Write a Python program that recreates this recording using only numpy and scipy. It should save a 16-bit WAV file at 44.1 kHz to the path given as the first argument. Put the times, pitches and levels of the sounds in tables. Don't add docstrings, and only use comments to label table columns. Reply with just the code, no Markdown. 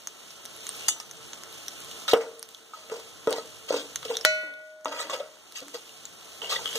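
import sys
import numpy as np
from scipy import signal
from scipy.fft import rfft, irfft, next_fast_len
from scipy.io import wavfile
from scipy.ndimage import uniform_filter1d, minimum_filter1d, map_coordinates

SR = 44100
rng = np.random.default_rng(int(sys.argv[2]) if len(sys.argv) > 2 else 0)


def materialize(psi):
    bounded = np.clip(np.atleast_2d(psi).T, -1, 1)
    quanta = np.round(bounded * 32767).astype(np.int16)
    wavfile.write(sys.argv[1], SR, quanta)


def how_loud(loudness_db):
    steps = np.asarray(loudness_db, float) / 20
    return 10 ** steps


N = 298998

# (centre [Hz], width [Hz], level [dB])
FLOOR_MODES = [(291, 20, -22), (365, 40, -25), (448, 10, -12), (457, 3.5, -19), (468, 30, -4)]
# (centre [Hz], width [Hz], level [dB])
BOWL_MODES = [(563, 177, -1.5), (565.3, 53, 4), (628.5, 3.8, -11), (805, 150, -17.5)]
# (centre [Hz], width [Hz], level [dB])
WALL_MODES = [(893.6, 9.6, -4), (971, 29, -0.5), (1000, 36, -9.5), (1239, 112, 0), (1307, 45, 2.5),
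              (1640, 180, -9.5), (1930, 71, -7), (2505, 250, 0)]
# (centre [Hz], width [Hz], level [dB])
EDGE_MODES = [(2420, 440, 1), (2764, 130, 0.5), (3587, 240, 6), (3670, 1010, 5), (5150, 1040, -1.5),
              (6100, 830, -5.5), (7200, 400, 1), (9000, 1100, -9.5), (12300, 7700, -16.5)]
PARTS = (FLOOR_MODES, BOWL_MODES, WALL_MODES, EDGE_MODES)
# (frequency [Hz], level [dB])
BODY_SHADOW = [(600, 0), (900, -2), (2000, 0), (4400, -4), (8200, -5), (9500, -2), (11000, 1.5), (15000, 2)]
PORT_SIDE = np.array([[0.5], [-0.5]])


def unit(x):
    return x / np.sqrt(np.mean(x ** 2) + 1e-20)


def along(points, hz):
    f, v = np.transpose(points)
    return np.interp(np.log(hz + 1), np.log(f + 1), v)


def curves(rows):
    s, *cols = np.transpose(rows)
    return np.array([np.interp(np.arange(N) / SR, s, c) for c in cols])


def wobble(rate_hz):
    knots = rng.standard_normal(int(N * rate_hz / SR) + 4)
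    return map_coordinates(knots, [np.arange(N) * rate_hz / SR])


def filtered(x, response):
    m = next_fast_len(x.shape[-1] + 8192)
    return irfft(rfft(x, m) * response(np.fft.rfftfreq(m, 1 / SR)), m)[..., :x.shape[-1]]


def lowcut(f, hz):
    return (1j * f / (hz + 1j * f)) ** 2


def body(modes):
    def response(f):
        total = 0
        for k, (hz, width, db) in enumerate(modes):
            total = total + (-1) ** k * how_loud(db) * 1j * f * width / (hz * hz - f * f + 1j * f * width)
        return total
    return response


def add(track, s, piece):
    part = track[..., round(s * SR):][..., :piece.shape[-1]]
    part += piece[..., :part.shape[-1]]


def ports(pair, alike, gain):
    def mix(hz):
        turn = np.arccos(np.clip(along(alike, hz), 0, 1)) / 2
        return gain(hz) * np.array([np.cos(turn), np.sin(turn)])
    mid, side = filtered(pair, mix)
    return np.array([mid + side, mid - side])


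def inside_pot(pair, wet_db):
    # (frequency [Hz], t60 [s])
    air_t60 = [(300, 0.09), (3000, 0.085), (12000, 0.011)]
    hz, t, z = signal.stft(rng.standard_normal((2, SR // 5)), SR, nperseg=128)
    decay = how_loud(-60 * t / along(air_t60, hz)[:, None])
    tail = signal.istft(z * decay, SR, nperseg=128)[1]
    tail = ports(tail, [(800, 0.4), (1800, 0.82)], lambda f: (f / (f + 1500)) ** 2)
    source = np.pad(pair.mean(0), (40, 0))[None]
    wet = signal.fftconvolve(source, tail / np.linalg.norm(tail[0]), axes=1)[:, :N]
    return pair + how_loud(wet_db) * wet


def rush(spectrum, grain_db, grain_hz):
    # (frequency [Hz], port likeness [0-1])
    likeness = [(60, 0.9), (400, 0.78), (1200, 0.042), (2000, 0.27), (15000, 0.18)]
    pair = rng.standard_normal((2, N)) * how_loud(grain_db * wobble(grain_hz))
    return unit(ports(pair, likeness, lambda hz: how_loud(along(spectrum, hz))))


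def frying():
    # (time [s], level [dB])
    sizzle_levels = [(0.0, -53), (0.38, -51.5), (0.8, -45), (1.04, -50.5), (2.02, -45), (2.25, -56),
                     (2.74, -56.5), (3.08, -51), (3.74, -50), (4.2, -49.5), (4.38, -53.5), (4.55, -65.5),
                     (4.87, -65), (5.02, -54), (5.29, -58), (6.44, -49.5), (6.67, -45), (6.78, -40.5)]
    # (frequency [Hz], density [dB per Hz])
    fizz_spectrum = [(300, -30), (1500, -34), (2400, -1), (2900, -0.5), (4500, -5.5), (6500, -4),
                     (9000, -10), (12000, -13), (15300, -13.5), (16600, -45)]
    # (frequency [Hz], density [dB per Hz])
    burner_spectrum = [(120, -5.5), (220, -0.5), (350, 0.5), (450, -5), (600, -2), (900, -7), (1310, -2.5),
                       (1600, -7.5), (2500, -14), (5000, -38.5)]
    # (frequency [Hz], density [dB per Hz])
    rumble_spectrum = [(20, -38), (55, -6.5), (110, -2.5), (170, -3.5), (300, -40)]
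    burner_db, burner_swing, rumble_db, rumble_swing = -4.5, 0.8, -11, 1.17
    swell_db = 1.2

    sizzle_db, = curves(sizzle_levels)
    mean_db = sizzle_db.mean()
    move_db = sizzle_db - mean_db
    sizzle = how_loud(sizzle_db + swell_db * wobble(8.3)) * rush(fizz_spectrum, grain_db=1.0, grain_hz=190)

    roar = rush(burner_spectrum, grain_db=swell_db / 2, grain_hz=8.8)
    roar = how_loud(mean_db + burner_swing * move_db + burner_db) * roar
    roar = roar + how_loud(-16.5) * np.std(roar) * unit(filtered(roar, body(WALL_MODES)))
    roar = roar + how_loud(-11.0) * np.std(roar) * unit(filtered(roar, body([(450, 7.9, 0)])))

    rumble = rush(rumble_spectrum, grain_db=3.5, grain_hz=7)
    return sizzle + roar + how_loud(mean_db + rumble_swing * move_db + rumble_db) * rumble


def pops():
    # (time [s], peak [dB], pitch [Hz], decay [cycles])
    bursts = [(0.0725, -16.5, 6250, 2.7), (0.3054, -32.5, 5340, 3.9), (0.4538, -24.5, 10300, 8.7),
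              (0.4588, -29, 6100, 4.1), (0.6676, -20.5, 6570, 3.3), (0.6912, -23, 8900, 12.5),
              (1.0005, -26, 5560, 6.4), (1.1119, -23, 6430, 2.4), (1.333, -21.5, 6460, 2.4),
              (1.4356, -20, 6900, 1.1), (1.6823, -20, 5830, 4.3), (2.394, -32.5, 9000, 9),
              (2.428, -16, 5000, 1.3), (2.4893, -30.5, 6800, 1.8), (2.509, -33, 4120, 1.1),
              (2.9993, -27, 6100, 0.76), (3.3072, -22, 8700, 2.9), (3.3275, -15.5, 4840, 1.9),
              (3.569, -34, 5500, 1.6), (3.9586, -16, 6360, 6.9), (4.1692, -18.5, 5840, 7.8),
              (4.211, -24.5, 5300, 7.9), (4.6957, -60, 6330, 1.7), (4.81, -44, 6620, 1.6),
              (4.847, -26, 6700, 3.7), (5.523, -30.5, 8900, 2.4), (5.604, -32, 4600, 2.5),
              (5.6824, -29, 7060, 3.5), (6.054, -23, 6940, 4.7), (6.332, -34, 6570, 1.7),
              (2.1357, -9, 2830, 2.6), (1.527, -30, 3750, 1.6), (1.914, -30.5, 2930, 3.1),
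             (2.547, -33.5, 3360, 3.2), (4.0299, -37, 3660, 4.3), (4.051, -28, 3080, 3.2),
             (4.1537, -26, 3600, 4.2), (4.1687, -20.5, 3620, 5), (4.1888, -34, 3560, 4),
             (4.5381, -45, 3600, 2.3), (4.5385, -49, 6200, 3), (5.893, -38, 2850, 4.4),
             (6.4178, -28, 3030, 6), (6.4427, -33, 2830, 12), (6.459, -31.5, 2960, 5.9),
             (6.6563, -32, 2920, 12), (6.676, -25, 3070, 5.5), (6.69, -30.5, 3040, 5.9),
             (6.7118, -30, 3080, 3.7), (6.7294, -25.5, 3120, 3.1),
              (0.2029, -79, 8690, 2),
        (0.565, -33.5, 10900, 8.9),
        (0.7667, -26.5, 10800, 6.2),
        (1.1707, -40, 9000, 3.2),
        (1.804, -31, 9400, 3.4),
        (1.847, -29, 9200, 3.8),
    ]
    out = np.zeros((2, N))
    for s, db, hz, cycles in bursts:
        lag_s = .35 / hz * rng.random((2, 1))
        t = np.maximum(np.arange(600) / SR - lag_s, 0)
        tone = np.sin(2 * np.pi * hz * t) * np.exp(-t * hz / max(cycles, .3)) * (1 - np.exp(-t * hz))
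        click = .8 * rng.standard_normal(600) * np.exp(-t / .00025) * (t > 0)
        add(out, s, how_loud(db + 7.0) * (tone + click))
    return filtered(out, lambda f: lowcut(f, 1500) / (1 + 1j * f / 7800) ** 2)


def struck(modes, blows, crack_s, wash_s, low_hz, lasts_s):
    out, t = np.zeros((2, N)), np.arange(round(lasts_s * SR)) / SR
    for s, ring_db, crack_db, wash_db, damped_s in blows:
        touch_db = 60 * np.maximum(t + s - damped_s, 0) / 0.048
        ring = np.zeros((2, len(t)))
        for hz, db, t60, lead in modes:
            touch = 1 if hz > 700 else .015
            level_db = db - along(BODY_SHADOW, hz) * PORT_SIDE - 60 * t / t60 - touch * touch_db
            turns = hz * t + (hz > 2000) * rng.random() + lead * PORT_SIDE
            ring += how_loud(level_db) * np.sin(2 * np.pi * turns)
        crack = how_loud(crack_db - 60 * t / crack_s) * rng.standard_normal(len(t))
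        wash = how_loud(wash_db - 60 * t / wash_s) * rng.standard_normal((2, len(t)))
        burst = filtered(crack + wash, lambda f: lowcut(f, low_hz) / (1 + 1j * f / 5000) ** 2)
        add(out, s, how_loud(ring_db) * ring + burst)
    return filtered(out, lambda f: lowcut(f, 150))


def rim_strike():
    # (frequency [Hz], level [dB], t60 [s], lead of first port [turns])
    strike_modes = [(624, -2, .7, -.03), (622.2, -17, 4, -.03), (620.2, -19, 1.4, .45), (1500, 19, .008, -.39),
                    (1460, 0, 1.07, -.32), (1942.5, -9, .75, .25), (1947.5, -11, .75, -.25),
                    (2218, -4, .78, .33), (2407, -16, .19, .05), (2541, 7, .65, -.06), (2989, -8, .6, -.36),
                    (3567, -24, .8, -.1), (3945, -9, .22, -.38), (4026, -2, .32, .36), (4114, -5, .22, .4),
                    (4252, -12, .55, .3), (4452, -13, .42, .02), (5039, -8, .35, .1), (5165, -22, .27, .15),
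                    (5695, -5, .11, .28), (5735, -12, .4, -.23), (5918, -13, .32, .12), (6230, -18, .22, -.18),
                    (6583, -14, .3, -.28), (6896, -8, .22, .25), (7265, -17, .2, .3), (7518, -18, .3, .15),
                    (7950, -22, .35, -.2), (8653, -28, .3, .21), (11315, -38, .27, .05)]
    # (time [s], ring [dB], crack [dB], wash [dB], damped at [s])
    rim_blows = [
        (4.2499, -25.5, 6, -11, 4.858),
    ]
    return struck(strike_modes, rim_blows, crack_s=0.0035, wash_s=0.06, low_hz=450, lasts_s=1.6)


def spoon_pickup():
    # (frequency [Hz], level [dB], t60 [s], lead of first port [turns])
    spoon_modes = [(1270, -22, .15, -.14), (2090, -20, .08, .4), (2650, -14, .15, -.1), (2925, -6, .2, -.3),
                   (3512, -10, .14, .22), (3580, -22, .3, .3), (4840, 3, .09, -.2), (5130, -12, .1, -.1),
                   (5980, -13, .41, .17), (6310, -4, .08, .3), (6476, -2, .08, -.16), (6625, 3, .15, -.38),
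                   (6827, -2, .17, .3), (6920, -10, .15, -.3), (7480, -7, .08, .15), (7798, -7, .25, .2),
                   (8392, 1, .11, .27), (9030, -5, .08, -.27), (10200, -2, .05, .02), (10722, -11, .1, .03),
                   (10922, -7, .11, -.14), (11498, -20, .1, .09), (12243, -15, .12, .1),
                   (12945, -9, .06, -.1), (13840, -18, .1, .3)]
    # (time [s], ring [dB], crack [dB], wash [dB], damped at [s])
    spoon_blows = [
        (0.8827, -24.5, -19, -20, 1.5),
        (.889, -49, -11.5, -29, 1.2),
        (1, -50, -37, -30.5, 1.2),
    ]
    return struck(spoon_modes, spoon_blows, crack_s=0.0043, wash_s=0.052, low_hz=1000, lasts_s=0.78)


def thuds():
    # (time [s], ring [dB], push [dB])
    jolts = [
        (2.135, -41, -14.5),
        (3.275, -35.5, -22),
        (3.719, -32, -53),
        (4.251, -66, -31),
        (4.433, -47.5, -55),
        (4.857, -40, -38),
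        (5.05, -46, -55),
        (5.62, -46, -41),
        (5.66, -53, -59),
    ]
    stand_hz, stand_t60_s, push_s, rattle_rad = 294, 0.45, 0.0016, .045
    out, t = np.zeros(N), np.arange(SR // 3) / SR
    for s, ring_db, push_db in jolts:
        phase = 2 * np.pi * stand_hz * t + np.cumsum(rng.normal(0, rattle_rad, len(t)))
        ring = how_loud(ring_db - 60 * t / stand_t60_s) * np.sin(phase) * (1 - np.exp(-t / 0.0019))
        push = how_loud(push_db) * t / push_s * np.exp(1 - t / push_s) * (1 - t / (2 * push_s))
        add(out, s, ring + push)
    return out


def judders():
    # (time [s], length [s], level [dB], pitch [Hz])
    chatter = [(2.079, 0.011, -20, 3730), (2.111, 0.011, -21.5, 3900), (2.124, 0.01, -38, 3250),
               (3.332, 0.015, -36, 3980), (3.372, 0.028, -39, 4130), (3.682, 0.014, -42, 3160),
               (3.701, 0.011, -33.5, 4360), (3.747, 0.031, -35, 3800), (3.782, 0.038, -36.5, 3610),
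               (4.08, 0.016, -38, 3450), (4.138, 0.017, -35, 3620), (4.922, 0.032, -52, 3670),
               (4.987, 0.045, -34, 3900), (4.998, 0.027, -35.5, 7200), (5.096, 0.022, -38, 3580),
               (5.097, 0.024, -39.5, 6900), (5.131, 0.014, -32.5, 3540), (5.197, 0.01, -38, 3640),
               (6.416, 0.076, -40.5, 2900), (6.492, 0.031, -35, 3330), (6.518, 0.007, -29, 4100),
               (6.525, 0.0074, -24, 3800), (6.532, 0.04, -32, 3700), (6.551, 0.0028, -34, 3500),
               (6.56, 0.0045, -23, 3500), (6.644, 0.0032, -34.5, 3420), (6.656, 0.0023, -20.5, 3240),
               (6.664, 0.066, -40.5, 3130), (.8, 0.096, -45.5, 2763), (.883, 0.013, -24, 6540),
               (5.568, 0.0048, -35.5, 6300), (5.573, 0.0029, -36, 2960), (0.897, 0.04, -39, 3600),
               (6.738, 0.0044, -34, 3570), (6.758, 0.022, -42, 3600)]
    spread = 0.079
    out, t = np.zeros(N), np.arange(SR // 8) / SR
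    for s, length_s, db, hz in chatter:
        slip_db = 2.5 * rng.standard_normal(len(t) // 60 + 1).repeat(60)[:len(t)]
        slips = rng.standard_normal(len(t)) * how_loud(slip_db)
        fall_db = -60 * np.maximum(t - length_s, 0) / .014 - 3 * t / length_s
        shape = np.minimum(t / .001, 1) * how_loud(fall_db)
        note = signal.lfilter(*signal.iirpeak(hz, 1 / spread, SR), unit(slips) * shape)
        note = note / np.sqrt(np.sum(note ** 2) / np.sum(shape ** 2))
        add(out, s, how_loud(db - 2.0) * note)
    return out


def bongs():
    # (time [s], level [dB], pitch [Hz], t60 [s])
    contact_notes = [(2.134, -15, 474, 0.12), (2.1338, -5.5, 640, 0.016), (2.139, -27, 1231, 0.11),
                     (2.141, -35.5, 1314, 0.25), (2.084, -26.5, 1309, 0.059), (3.273, -19.5, 451, 0.13),
                     (3.274, -22.5, 548, 0.1), (3.277, -32, 1292, 0.054), (3.384, -41, 1290, 0.12),
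                     (3.706, -9.5, 534, 0.028), (4.054, -35.5, 447, 0.15), (4.101, -28, 453.4, 0.33),
                     (4.03, -39, 1290, 0.033), (5.107, -35, 539, 0.11), (5.137, -25, 523, 0.061),
                     (5.202, -22.5, 555, 0.039), (6.757, -27, 457, 0.12), (4.857, -17.5, 1120, 0.01),
                     (5.1, -42, 621, 0.85), (6.656, -39.5, 1300, 0.053), (1.001, -53, 1243, 0.27),
                     (2.15, -26, 461.6, 0.48), (2.14, -18, 532, 0.07), (2.735, -35.5, 1270, 0.047),
                     (2.918, -35, 450, 0.19), (6.591, -30, 920, 0.018), (2.902, -43, 1260, 0.025),
                     (2.917, -38, 872, 0.018), (3.311, -32, 1140, .02), (3.339, -28, 900, 0.022),
                     (3.726, -28.5, 1000, 0.02), (4.11, -24.5, 903, 0.015), (4.86, -36.5, 623, 0.57),
                     (4.922, -34, 920, 0.069), (4.938, -39, 1310, 0.11), (4.995, -43.5, 1324, .15),
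                     (5.096, -28, 1120, 0.024), (5.108, -33, 1120, .05), (5.147, -36.5, 1294, 0.081),
                     (5.205, -44.5, 1300, 0.1), (6.559, -28, 1960, 0.029), (.883, -30, 830, 0.026),
                     (2.77, -57, 630, 0.65)]
    out, t = np.zeros(N), np.arange(SR // 2) / SR
    for s, db, hz, t60 in contact_notes:
        add(out, s, how_loud(db - 60 * t / t60) * np.sin(2 * np.pi * hz * t) * (1 - np.exp(-t * hz)))
    return out


def knocks():
    # (time [s], floor [dB], bowl [dB], wall [dB], edge tick [dB])
    hits = [(0.963, -78, -69, -36.5, -42), (1.001, -74, -74, -41, -23), (2.081, -56, -53, -49, -15),
            (2.134, 9, -5.5, -15.5, -6.5), (2.735, -46, -67, -38, -40), (2.899, -39, -26.5, -46, -23),
            (2.918, -16, -36, -28.5, -49), (3.273, 0.5, -11, -17, -15.5), (3.383, -15, -17.5, -32, -29),
            (3.706, -18, -14, -25, -24), (4.029, -60, -60, -49, -22), (4.056, -14, -57, -72, -37),
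            (4.102, -11, -42, -47, -20), (4.433, -42, -28, -42, -52), (4.857, -39, -17.5, -16.5, -14),
            (5.098, -54, -21, -39, -16.5), (5.137, -36, -49, -58, -37), (5.2, -59, -29, -46, -33),
            (5.617, -35, -51.5, -67, -34), (6.421, -25, -48, -32, -24), (6.656, -22, -35, -48, -19.5),
            (6.753, -24, -28, -37, -20)]
    out, t = np.zeros(N), np.arange(SR // 2) / SR
    for s, *levels_db in hits:
        for db, part in zip(levels_db, PARTS):
            for hz, width, mode_db in part:
                heard = t[:round(SR * 3 / width)]
                gain = how_loud(db + mode_db - 19.0 + rng.normal(0, 0.42))
                fade = np.exp(-np.pi * width * heard)
                add(out, s, gain * fade * np.sin(2 * np.pi * hz * heard * rng.normal(1, 0.011)))
    return filtered(out, lambda f: lowcut(f, 120))


def pushes():
    # (time [s], length [s], weight [dB], lean to the side [dB], rasp [dB])
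    strokes = [(2.09, 0.056, -40, 7, -23), (2.141, 0.043, -20.5, -1, -50), (2.208, 0.1, -33.5, -14, -44.5),
               (2.739, 0.16, -56, 11, -44.5), (2.916, 0.095, -33, -24, -38.5),
               (3.296, 0.088, -26, -35, -33.5), (3.367, 0.042, -47, 10, -37), (3.689, 0.019, -49, 11, -32),
               (3.724, 0.072, -26.5, -33, -33.5), (3.768, 0.076, -36, -32, -33),
               (4.051, 0.028, -48, -1, -34), (4.104, 0.08, -28.5, -26, -33), (4.472, 0.11, -48, 13, -63),
               (4.866, 0.11, -41, 6, -40), (4.921, 0.26, -43, 18, -40), (4.999, 0.037, -37, 10, -33),
               (5.108, 0.043, -36.5, 4, -38.5), (5.136, 0.047, -37, 3, -33), (5.199, 0.076, -40.5, 11, -74),
               (5.558, 0.063, -63, 11, -34), (5.626, 0.013, -44, 4, -73), (5.744, 0.042, -38, -15, -35),
               (6.429, 0.19, -39.5, -14, -39.5), (6.502, 0.1, -37.5, 6, -26.5), (6.698, 0.11, -54, -1, -47),
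               (6.756, 0.02, -38, -10, -24.5)]
    rise_s, fall_db, squareness = 0.013, 14.5, 0.96
    lead_s = .03
    out = np.zeros((4, N))
    t = np.arange(SR // 2) / SR - lead_s
    for s, length_s, weight_db, lean_db, rasp_db in strokes:
        shape_db = 20 * np.minimum(t, 0) / rise_s - fall_db * (np.maximum(t, 0) / length_s) ** squareness
        floor_db = weight_db - max(lean_db, 0)
        bowl_db = weight_db + min(lean_db, 0)
        wall_db = (weight_db + rasp_db) / 2 - 4.5 + 0.39 * lean_db
        add(out, s - lead_s, how_loud([[floor_db], [bowl_db], [wall_db], [rasp_db]]) * how_loud(shape_db))
    return out


def scraping():
    catch = how_loud(1.3 * wobble(70) + 3 * wobble(500))
    z = signal.stft(rng.standard_normal(N), nperseg=512)[2]
    shift = uniform_filter1d(rng.standard_normal(z.shape), size=4, axis=0)
    shift = unit(uniform_filter1d(shift, size=6, axis=1))
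    grit = catch * signal.istft(z * how_loud(2 * shift), nperseg=512)[1][:N]
    dragged = [[(hz, width + 24, db) for hz, width, db in part] for part in PARTS]
    driven = [unit(filtered(grit, body(part))) for part in dragged]
    return how_loud(-4.0) * np.sum(pushes() * driven, 0)


def stirring():
    def round_phone(f):
        delay_s = .00003 * f / 1000 + .00005 / (1 + (f / 800) ** 2)
        return np.exp(2j * np.pi * f * PORT_SIDE * delay_s) / (1 + 1j * f / 12000) ** 2
    contact = scraping() + knocks() + thuds() + judders() + bongs()
    return inside_pot(filtered(contact, round_phone), wet_db=-1.0)


def scene():
    oil = frying() + inside_pot(pops(), wet_db=-8)
    return oil + rim_strike() + spoon_pickup() + stirring()


def thinned(pair):
    # (frequency [Hz], level [dB])
    masked_db = [(1000, -17), (2500, -11), (5000, -10), (7600, -12), (10000, -4), (12500, 0), (14000, -4),
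                 (15000, -9)]
    # (frequency [Hz], level [dB])
    sparse_db = [(3000, -15), (9000, -22), (12000, 3), (15000, -0.5)]
    sum_diff = np.array([pair[0] + pair[1], pair[0] - pair[1]]) / 2
    hz, _, z = signal.stft(sum_diff, SR, nperseg=1536)
    energy = abs(z) ** 2
    band = np.where(hz < 5250, np.log(hz + 100) * 7.3 + .3, 57.56 + hz / 780).astype(int)
    bands = range(band.max() + 1)
    power = np.array([np.sum(energy[:, band == b], 1) for b in bands])[band].transpose(1, 0, 2)
    peak = np.array([np.max(energy[:, band == b], 1, initial=0) for b in bands])[band].transpose(1, 0, 2)

    drift_db = 6 * uniform_filter1d(rng.standard_normal((len(bands), z.shape[2])), 3)[band]
    limit = how_loud(2 * (along(masked_db, hz)[:, None] + drift_db))
    kept = (power > power[::-1] * limit) | (peak > .47 * power) | (hz < 1000)[:, None]

    treble = np.sum(energy[:, hz > 3000], (0, 1))
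    click = treble > 2.2 * minimum_filter1d(treble, size=7)
    mean_power = power / np.bincount(band)[band][:, None]
    kept &= click | (energy > mean_power * how_loud(2 * along(sparse_db, hz)[:, None]))
    mid, side = signal.istft(z * kept, SR, nperseg=1536)[1][:, :N]
    return np.array([mid + side, mid - side])


def low_pass(x):
    return signal.sosfilt(signal.butter(12, 16650, fs=SR, output="sos"), x)


def record(dry):
    # (frequency [Hz], share [0-1])
    cross_share = [(500, .93), (2500, .95), (3800, .75), (5000, .56), (7600, .58), (10100, .78),
                   (12600, .75), (15000, .5)]
    # (frequency [Hz], level [dB])
    top_db = [(15400, 1), (15600, -15), (16500, -28), (16700, -90)]
    steer_s = 19 / 48000
    heard = filtered(dry, lambda f: how_loud(along(BODY_SHADOW, f) * PORT_SIDE))
    other = filtered(heard[::-1], lambda f: along(cross_share, f) * np.exp(-2j * np.pi * f * steer_s))
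    steered = thinned(np.clip(heard - other, -1, 1))
    mix = np.clip(filtered(steered, lambda f: how_loud(along(top_db, f))), -1, 1)
    return low_pass(mix)


dry = scene()
out = record(dry)
materialize(out)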